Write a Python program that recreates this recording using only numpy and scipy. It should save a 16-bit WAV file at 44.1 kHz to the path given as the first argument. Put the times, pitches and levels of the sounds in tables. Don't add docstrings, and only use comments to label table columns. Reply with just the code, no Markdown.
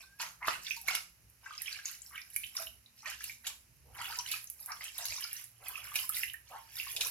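import sys
import numpy as np
from scipy import signal
from scipy.fft import rfft, irfft, next_fast_len
from scipy.io import wavfile
from scipy.ndimage import map_coordinates

SR = 44100
rng = np.random.default_rng(int(sys.argv[2]) if len(sys.argv) > 2 else 0)


def bounce(signal):
    frames = np.transpose(np.atleast_2d(signal))
    limited = np.clip(frames, -1, 1)
    pcm = np.round(limited * 32767).astype(np.int16)
    wavfile.write(sys.argv[1], SR, pcm)


N = 313154

# [f/Hz, relative level/dB]
AIR_TONE = [(88, -55), (150, -5), (354, -15), (1560, -12.5), (2400, -9), (3220, -11), (3550, -17),
            (5680, -10), (8070, -16), (11300, -10), (14000, -17.5), (16000, -27)]
# [f/Hz, relative level/dB]
RUMBLE_TONE = [(20, -31), (32, -22), (42, -16), (60, 2.5), (82, -8.5), (112, -1), (150, -13.5), (200, -22),
               (400, -25), (1000, -54.5)]
# [f/Hz, correlation]
CHANNEL_LIKENESS = [(60, 0.82), (150, 0.87), (400, 0.72), (2000, 0.1), (10000, 0.097)]
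# [f/Hz, level/dB rms before its waver]
HUMS = [(61.5, -77), (114, -82)]
# [crest t/s, width/s, level/dB]
TUB_SWELLS = [(1.24, 0.094, -65.5), (2.418, 0.083, -66), (2.72, 0.11, -65.5), (3.95, 0.27, -62),
              (4.78, 0.066, -69.5), (5.11, 0.03, -58.5), (6.1, 0.4, -68), (7.03, 0.31, -65.5)]
# [t/s, length/s, f/Hz, held level/dB rms]
DRONE_TONES = [(0, 1.04, 169.3, -78.5), (2.38, 1.18, 231, -82.5), (5.294, 0.95, 117.4, -73.5)]
# [f/Hz, t60/s]
WALL_DECAY = [(200, 0.61), (600, 0.29), (1000, 0.32), (3000, 0.28), (8000, 0.32), (15000, 0.26)]
# [t/s, length/s, gurgle level/dB, tinkle level/dB, patter level/dB, spray level/dB]
SPILL_EVENTS = [(0, 0.015, -62, -62.5, -57, -68), (0.2, 0.039, -50.5, -44.5, -47, -54),
                (0.466, 0.094, -54.5, -45, -48.5, -57), (0.639, 0.11, -76, -52, -49.5, -55),
                (0.877, 0.088, -48, -45, -43, -54), (1.449, 0.12, -68.5, -58.5, -59, -78),
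                (1.608, 0.18, -70.5, -49, -53.5, -58.5), (1.848, 0.09, -69.5, -54, -51, -54.5),
                (2.04, 0.23, -78, -73, -67.5, -62), (2.334, 0.15, -93, -60, -59, -57),
                (2.554, 0.072, -54.5, -54.5, -52, -47), (2.973, 0.054, -95, -68.5, -64, -70),
                (3.06, 0.045, -55.5, -43, -51.5, -58), (3.214, 0.087, -71.5, -54.5, -51.5, -53),
                (3.446, 0.049, -57.5, -51.5, -54, -56), (4.005, 0.19, -56.5, -48, -50.5, -52.5),
                (4.268, 0.1, -61.5, -46.5, -49, -49), (4.495, 0.075, -96, -72.5, -78, -75),
                (4.59, 0.08, -73.5, -68, -63.5, -56.5), (4.7, 0.12, -61.5, -63.5, -61, -60.5),
                (4.82, 0.064, -64.5, -50, -51, -55), (4.982, 0.18, -60.5, -53, -46, -51),
                (5.214, 0.2, -70, -52.5, -55.5, -52.5), (5.671, 0.29, -59, -54, -60, -55.5),
                (5.95, 0.086, -59.5, -52, -51, -42.5), (6.132, 0.1, -65.5, -49.5, -49, -43.5),
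                (6.494, 0.21, -78, -64, -63.5, -67.5), (6.758, 0.17, -69.5, -49.5, -51.5, -47),
                (7.009, 0.063, -54, -46.5, -43.5, -42.5)]
# [gurgle, tinkle, patter, spray time/s per 60 dB]
SPILL_RELEASE = [0.12, 0.16, 0.25, 0.3]
# [t/s, length/s, bubble level/dB, first f/Hz, last f/Hz]
SCOOP_EVENTS = [(0.403, 0.074, -39, 1163, 1880), (1.423, 0.11, -50.5, 1230, 1740),
                (2.102, 0.13, -41, 1520, 2950), (3.024, 0.081, -46, 1300, 2030),
                (3.84, 0.12, -61.5, 546, 1160), (3.942, 0.11, -41, 1246, 1690),
                (4.673, 0.07, -39.5, 1245, 1664), (4.972, 0.078, -49, 883, 1180),
                (5.596, 0.089, -55.5, 666, 1380), (5.73, 0.25, -64, 1700, 2700),
                (6.495, 0.094, -44.5, 793, 1470), (6.922, 0.16, -54, 553, 727)]
# [t/s, level/dB, f/Hz, t60/s]
GLUG_EVENTS = [(0.765, -44.5, 918, 0.082), (1.507, -26, 1220, 0.034), (2.597, -33, 659, 0.082),
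               (4.175, -41, 972, 0.12), (6.535, -35.5, 896, 0.1)]
# [t/s, level/dB, f/Hz, pan/dB]
PLIP_EVENTS = [(0.4281, -28.5, 2100, -6), (0.6668, -23, 3480, -1.5), (0.708, -30.5, 2516, -18.5),
               (0.7126, -31, 2740, 35), (0.8827, -19, 2176, -9), (0.9491, -29, 2140, -11),
               (1.461, -30.5, 1560, 5), (1.5792, -26.5, 5040, -3), (1.6596, -28, 3080, -4),
               (1.679, -28.5, 2440, -7), (1.727, -23.5, 4480, 0), (1.7897, -33, 1595, 3),
               (1.8562, -18, 6500, 0), (2.0192, -26, 7440, 7), (2.063, -37.5, 5370, -5),
               (2.157, -32, 3010, -4.5), (2.178, -30, 2310, -4), (2.2164, -38, 5120, -8),
               (2.362, -27, 2280, -7), (2.4348, -35, 2530, -11), (2.4396, -24.5, 3040, -4),
               (2.5677, -17, 5400, -2), (2.6694, -31, 2960, -6.5), (2.8607, -42.5, 3860, -3),
               (3.2066, -32.5, 1694, 1), (3.2962, -29.5, 2273, -4), (4.0128, -28, 1340, 0),
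               (4.0546, -26, 2820, -2), (4.1884, -17.5, 5760, -1), (4.2622, -30, 3050, -8),
               (4.337, -33.5, 1256, 2), (4.473, -31.5, 6300, 2), (4.7194, -25.5, 5450, -3.5),
               (4.8082, -32, 2050, -3), (4.985, -26, 3740, 5), (5.1055, -27, 4870, -3),
               (5.1228, -30.5, 2450, -8.5), (5.224, -26.5, 3050, -4), (5.18, -37.5, 1053, -1),
               (5.24, -21, 4950, -4), (5.248, -36.5, 1350, -2), (5.3664, -28.5, 5800, -4),
               (5.7555, -31, 2610, -10.5), (5.778, -37, 1260, 3), (5.851, -38, 1540, 2),
               (5.9888, -28.5, 2980, -15), (6.095, -43, 1280, -18), (6.145, -26, 3740, -4),
               (6.1709, -30, 2015, 0), (6.2329, -22, 2670, -6.5), (6.234, -26, 2000, -6.5),
               (6.281, -36.5, 2860, -13), (6.2982, -33, 2940, -11), (6.3402, -37.5, 1776, -12.5),
               (6.799, -25, 2670, -7.5), (6.867, -34.5, 1086, 9)]
# [t/s, level/dB]
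TICK_EVENTS = [(0.7672, -34), (0.8145, -31), (0.8774, -25), (1.2994, -47), (1.6197, -22), (2.3025, -37),
               (2.3625, -14.5), (3.0999, -30), (3.2405, -25), (3.9509, -38), (4.1854, -31), (4.3146, -25),
               (4.4423, -31), (4.5002, -24), (4.6603, -26), (4.8419, -27), (4.9811, -21), (5.0554, -24),
               (5.2086, -26), (5.3308, -22), (5.4415, -32), (5.684, -23), (5.8426, -33), (5.9584, -24),
               (6.0931, -14), (6.1499, -24), (6.1684, -19.5), (6.1833, -21), (6.335, -30), (6.9187, -28),
               (7.0075, -22), (7.0718, -24)]
# [t/s, level/dB, body level/dB re level, spray level/dB re level, t60/s]
SLAP_EVENTS = [(0.2, -39.5, 6, -23, 0.33), (0.214, -25.5, -33, -23.5, 0.047),
               (0.472, -28.5, 0.5, -19, 0.076), (0.482, -20.5, 5, -49, 0.026), (0.884, -23, -5, -18, 0.041),
               (0.899, -62, -16, -17, 0.098), (0.951, -19.5, -14, -18.5, 0.022),
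               (2.564, -38, -19, -31, 0.14), (3.068, -39, -20, -56, 0.6), (3.241, -23.5, -28, -25, 0.017),
               (3.467, -24.5, -15.5, -20.5, 0.095), (4.316, -19, -38, -22, 0.06),
               (4.811, -44, -4, -40, 0.19), (5.054, -23.5, -35, -17.5, 0.04),
               (5.956, -19, -17.5, -21, 0.075), (6.964, -21.5, -36, -21.5, 0.041),
               (7.01, -12.5, -22, -37.5, 0.022)]
# [f/Hz, relative gain/dB]
GURGLE_TONE = [(200, -1.5), (400, -21.5), (600, -8), (950, 5.5), (1350, 10), (1700, 12), (2600, -63)]
TINKLE_TONE = [(1000, -9), (1400, -8.5), (1800, 2), (2300, 8), (2900, 10.5), (3400, 15), (4200, -36)]
PATTER_TONE = [(2600, -28), (3500, -6), (4300, -0.5), (5600, 3.5), (7000, 0), (9000, 4), (12000, -10)]
SPRAY_TONE = [(4000, -16), (7000, -10.5), (8500, -22.5), (10000, -5.5), (11400, -2), (13000, -5.5),
              (15800, -16.5)]
SPLASH_TONE = [(700, -35), (1100, -20.5), (1800, -18), (2400, 12), (3500, 19), (5600, 16.5), (7500, 20.5),
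               (11000, 8)]
# [centre f/Hz, width/Hz, level/dB]
MIC_HOLLOWS = [(3303, 255, -6.5), (8240, 700, -4)]

MIC_TOP_HZ = 16100
PORT_LAG = 2.77
RUMBLE_DB = -76
HUM_WAVER_DB = 4
WHISTLE_S, WHISTLE_LENGTH_S = 0.025, 0.22
WHISTLE_DB, WHISTLE_FADE_DB_PER_S = -61.5, 39
WHISTLE_HZ, WHISTLE_HZ_PER_S = 1540, 580
SPILL_LEAD = 0.96
SPILL_SAG_DB_PER_S = 4.5
CLUMP_DB, CLUMPS_PER_S = 1.0, 40
TRICKLE_DB = -74.5
SCOOP_CYCLES, SCOOP_OCTAVES = 23.9, 1.466


def amp(db):
    return 10 ** (np.asarray(db) / 20)


def unit(x):
    return x / np.sqrt(np.mean(x ** 2) + 1e-20)


def decay(age, t60):
    return np.exp(-np.log(1000) * age / t60)


def along(points, hz):
    f, value = np.transpose(points)
    return np.interp(np.log(hz + 1), np.log(f + 1), value)


def wobble(rate):
    knots = rng.standard_normal(int(N * rate / SR) + 4)
    return map_coordinates(knots, [np.arange(N) * rate / SR])


def filtered(x, response):
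    m = next_fast_len(N + SR // 4)
    hz = np.fft.rfftfreq(m, 1 / SR)
    return irfft(rfft(x, m) * response(hz), m)[..., :N]


def coloured(x, tone):
    return unit(filtered(x, lambda hz: amp(along(tone, hz))))


def gate(s, length, attack_s, release_s):
    age = np.arange(N) / SR - s
    return np.clip(age / attack_s, 0, 1) * amp(-60 * np.maximum(age - length, 0) / release_s)


def background():
    def noise(tone):
        def mid_side(hz):
            angle = np.arccos(np.clip(along(CHANNEL_LIKENESS, hz), -1, 1)) / 2
            return np.array([np.cos(angle), np.sin(angle)])

        mid, side = filtered(rng.standard_normal((2, N)), mid_side)
        return coloured(np.array([mid + side, mid - side]), tone)

    t = np.arange(N) / SR
    swell = sum(amp(db) * np.exp(-((t - s) / width) ** 2) for s, width, db in TUB_SWELLS)
    steady = amp(RUMBLE_DB + 0.5 * wobble(2.9))
    rumble = np.hypot(steady, swell) * noise(RUMBLE_TONE)
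    hum = np.zeros(N)
    for hz, db in HUMS:
        level = amp(db + HUM_WAVER_DB * wobble(7.2))
        hum += level * unit(np.sin(2 * np.pi * hz * t + wobble(31)))
    return (amp(-68) * noise(AIR_TONE) + rumble + hum) * amp([[-1.2], [1.2]])


def drones():
    t, out = np.arange(N) / SR, np.zeros(N)
    for s, length, hz, db in DRONE_TONES:
        tone = unit(np.sin(2 * np.pi * hz * t + 0.24 * wobble(18)))
        out += amp(db) * gate(s, length, attack_s=0.15, release_s=1.0) * tone
    return out


def whistle():
    age = np.maximum(np.arange(N) / SR - WHISTLE_S, 0)
    pitch = (WHISTLE_HZ + WHISTLE_HZ_PER_S * age) * (1 + 0.017 * wobble(150))
    level = amp(WHISTLE_DB - WHISTLE_FADE_DB_PER_S * age + 3.2 * wobble(67))
    tone = np.sin(2 * np.pi * np.cumsum(pitch) / SR)
    return level * gate(WHISTLE_S, WHISTLE_LENGTH_S, attack_s=0.012, release_s=0.1) * tone


def walls(x, near_db, tail_db, count=36):
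    hz, t, z = signal.stft(rng.standard_normal((count, 2, SR // 3)), SR, nperseg=256)
    late = amp(tail_db) * decay(t, along(WALL_DECAY, hz)[:, None])
    early = amp(near_db) * np.exp(-t / 0.0048)
    onset = 1 - np.exp(-t / 0.00056)
    answers = signal.istft(z * (early + late) * onset, SR, nperseg=256)[1]
    x = x + 0.11 * x[::-1]
    hop = N // (count - 1) + 1
    padded = np.pad(x, ((0, 0), (hop, 2 * hop)))
    out = np.zeros((2, N + 2 * SR))
    for k, answer in enumerate(answers):
        piece = padded[:, k * hop:(k + 2) * hop] * signal.windows.cosine(2 * hop)
        echo = signal.fftconvolve(piece, answer, axes=1)
        out[:, k * hop:k * hop + echo.shape[1]] += echo
    return out[:, hop:hop + N]


def bubbles(s, hz, db, t60, pan_db, rise, onset_cycles):
    length = np.ceil(t60 * SR).astype(int) + 8
    who = np.repeat(np.arange(len(s)), length)
    step = np.arange(len(who)) - np.repeat(np.cumsum(length) - length, length)
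    at = np.clip(np.round(s * SR).astype(int), 0, N)[who] + step
    lag = np.abs(rng.normal(PORT_LAG, 1.0, len(s)))
    out = []
    for side, delay in ((0.43, 0.078), (-1.7, lag[who])):
        t = np.maximum(step - delay, 0) / SR
        age = np.float32(t / t60[who])
        turns = np.float32(t * hz[who])
        swell = 1 - np.exp(-turns / onset_cycles)
        ring = np.sin(2 * np.pi * turns * (1 + rise * age)) * swell * decay(age, 1)
        level = amp(db + side * pan_db / 2)[who]
        out.append(np.bincount(at, ring * level, N)[:N])
    return np.array(out)


def swarm(tone, low_hz, high_hz, cycles, spread_db, pan_db, count):
    when, size, strength, life, place = rng.random((count, 5)).T
    hz = low_hz * (high_hz / low_hz) ** size
    db = -spread_db * np.log(strength + 0.028)
    t60 = cycles * 2 ** (2 * life - 1) / hz
    pan = pan_db + 10 * (place - .5)
    cloud = bubbles(when * N / SR, hz, db, t60, pan, rise=0.11, onset_cycles=cycles / 12)
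    return coloured(cloud, tone)


def spill_flow():
    t, flow = np.arange(N) / SR, np.zeros((4, N))
    release_s = np.array(SPILL_RELEASE)[:, None]
    for s, length, *levels_db in SPILL_EVENTS:
        near = (t > s - length) & (t < s + length + .5)
        age = t[near] - s
        swell_db = 60 * np.minimum(age, 0) / (SPILL_LEAD * length)
        sag_db = -SPILL_SAG_DB_PER_S * (age - length / 2)
        release_db = -60 * np.maximum(age - length, 0) / release_s
        level = amp(np.array(levels_db)[:, None] + swell_db + sag_db + release_db)
        flow[:, near] = np.hypot(flow[:, near], level)
    shared = wobble(CLUMPS_PER_S)
    return [layer * amp(CLUMP_DB * (shared + wobble(CLUMPS_PER_S))) for layer in flow]


def spills():
    gurgle_flow, tinkle_flow, patter_flow, spray_flow = spill_flow()
    gurgle = swarm(GURGLE_TONE, 343.3, 1703, cycles=16.4, spread_db=6.0, pan_db=2.0, count=3800)
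    tinkle = swarm(TINKLE_TONE, 1370, 3350, cycles=23.0, spread_db=4.0, pan_db=-7, count=5000)
    patter = swarm(PATTER_TONE, 3326, 8630, cycles=25.0, spread_db=5.5, pan_db=-1.0, count=10000)
    spray = swarm(SPRAY_TONE, 7030, 16040, cycles=23.0, spread_db=6.5, pan_db=-4.0, count=22000)
    out = gurgle_flow * gurgle + tinkle_flow * tinkle + patter_flow * patter
    return out + (spray_flow + amp(TRICKLE_DB)) * spray


def plips():
    s, db, hz, pan_db = np.transpose(PLIP_EVENTS)
    out = bubbles(s, hz, db + 4.0, 30 / hz, pan_db, rise=0.034, onset_cycles=2.43)
    out += bubbles(s, 2 * hz, db - 12.5, 3 / hz, pan_db, rise=0, onset_cycles=0.37)
    for side in (-1, 1):
        late, size = rng.random((len(s), 2)).T
        other_hz = hz * 2 ** (side * (0.17 + 0.19 * size))
        out += bubbles(s + .004 * late, other_hz, db - 10.0, 22 / other_hz, pan_db, rise=0.19, onset_cycles=1)
    return out


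def ticks(count=12):
    s, db = np.repeat(TICK_EVENTS, count, axis=0).T
    late, size = rng.random((len(s), 2)).T
    rank = np.tile(np.arange(count), len(TICK_EVENTS)) / count
    hz = 11000 * 2 ** ((size - .5) * (0.068 + 1.2 * rank))
    db = db + 8.5 - 16 * np.sqrt(rank)
    when = s + 0.0027 * rank * (.5 + late)
    return bubbles(when, hz, db, 12 / hz, pan_db=-4.0, rise=0.051, onset_cycles=1.0)


def glugs():
    s, db, hz, t60 = np.transpose(GLUG_EVENTS)
    pocket = bubbles(s, hz, db - 1.0, t60, pan_db=-5.5, rise=0.013, onset_cycles=8.4)
    smaller = bubbles(s + 0.0029, 1.2 * hz, db - 11, 0.62 * t60, pan_db=8, rise=0.055, onset_cycles=2.4)
    return pocket + smaller


def scoops(count=90):
    out = np.zeros((2, N))
    for s, length, db, first_hz, last_hz in SCOOP_EVENTS:
        phase, size, life = rng.random((count, 3)).T
        climb_hz = first_hz * (last_hz / first_hz) ** phase
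        hz = climb_hz * 2 ** (SCOOP_OCTAVES * (size - .5))
        swell_db = 20 * np.log10(np.sin(np.pi * phase) + 0.057)
        t60 = SCOOP_CYCLES * (.5 + life) / hz
        out += bubbles(s + length * phase, hz, db + swell_db, t60, pan_db=0.0, rise=0.049, onset_cycles=2.07)
    return out


def slaps():
    force, t = np.zeros((3, N)), np.arange(N) / SR
    for s, db, body_db, spray_db, t60 in SLAP_EVENTS:
        age = np.maximum(t - s, 0)
        impact = 1 + 1.1 * np.exp(-age / 0.003)
        burst = (1 - np.exp(-age / 0.00034)) * impact * decay(age, t60)
        force += amp(db + np.array([body_db, 0, spray_db]))[:, None] * burst
    body_force, splash_force, spray_force = force
    body = swarm(GURGLE_TONE, 468, 2150, cycles=19.0, spread_db=1, pan_db=-1.5, count=9000)
    splash = swarm(SPLASH_TONE, 1008, 10370, cycles=11, spread_db=6.0, pan_db=0.5, count=45000)
    spray = swarm(SPRAY_TONE, 6000, 15500, cycles=6, spread_db=2.5, pan_db=-5, count=40000)
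    return amp(-13) * body_force * body + amp(-10.5) * splash_force * splash + amp(6) * spray_force * spray


def scene():
    drops = filtered(plips() + ticks(), lambda hz: (1j * hz / (700 + 1j * hz)) ** 3)
    water = spills() + drops + glugs() + scoops() + slaps()
    corner = water + walls(water, near_db=-29.0, tail_db=-33.0)
    return background() + drones() + whistle() + corner


def record(dry):
    def response(hz):
        hollow_db = sum(db * np.exp(-((hz - centre) / width) ** 2) for centre, width, db in MIC_HOLLOWS)
        return amp(hollow_db) * (hz < MIC_TOP_HZ)

    return filtered(dry, response)


dry = scene()
out = record(dry)
bounce(out)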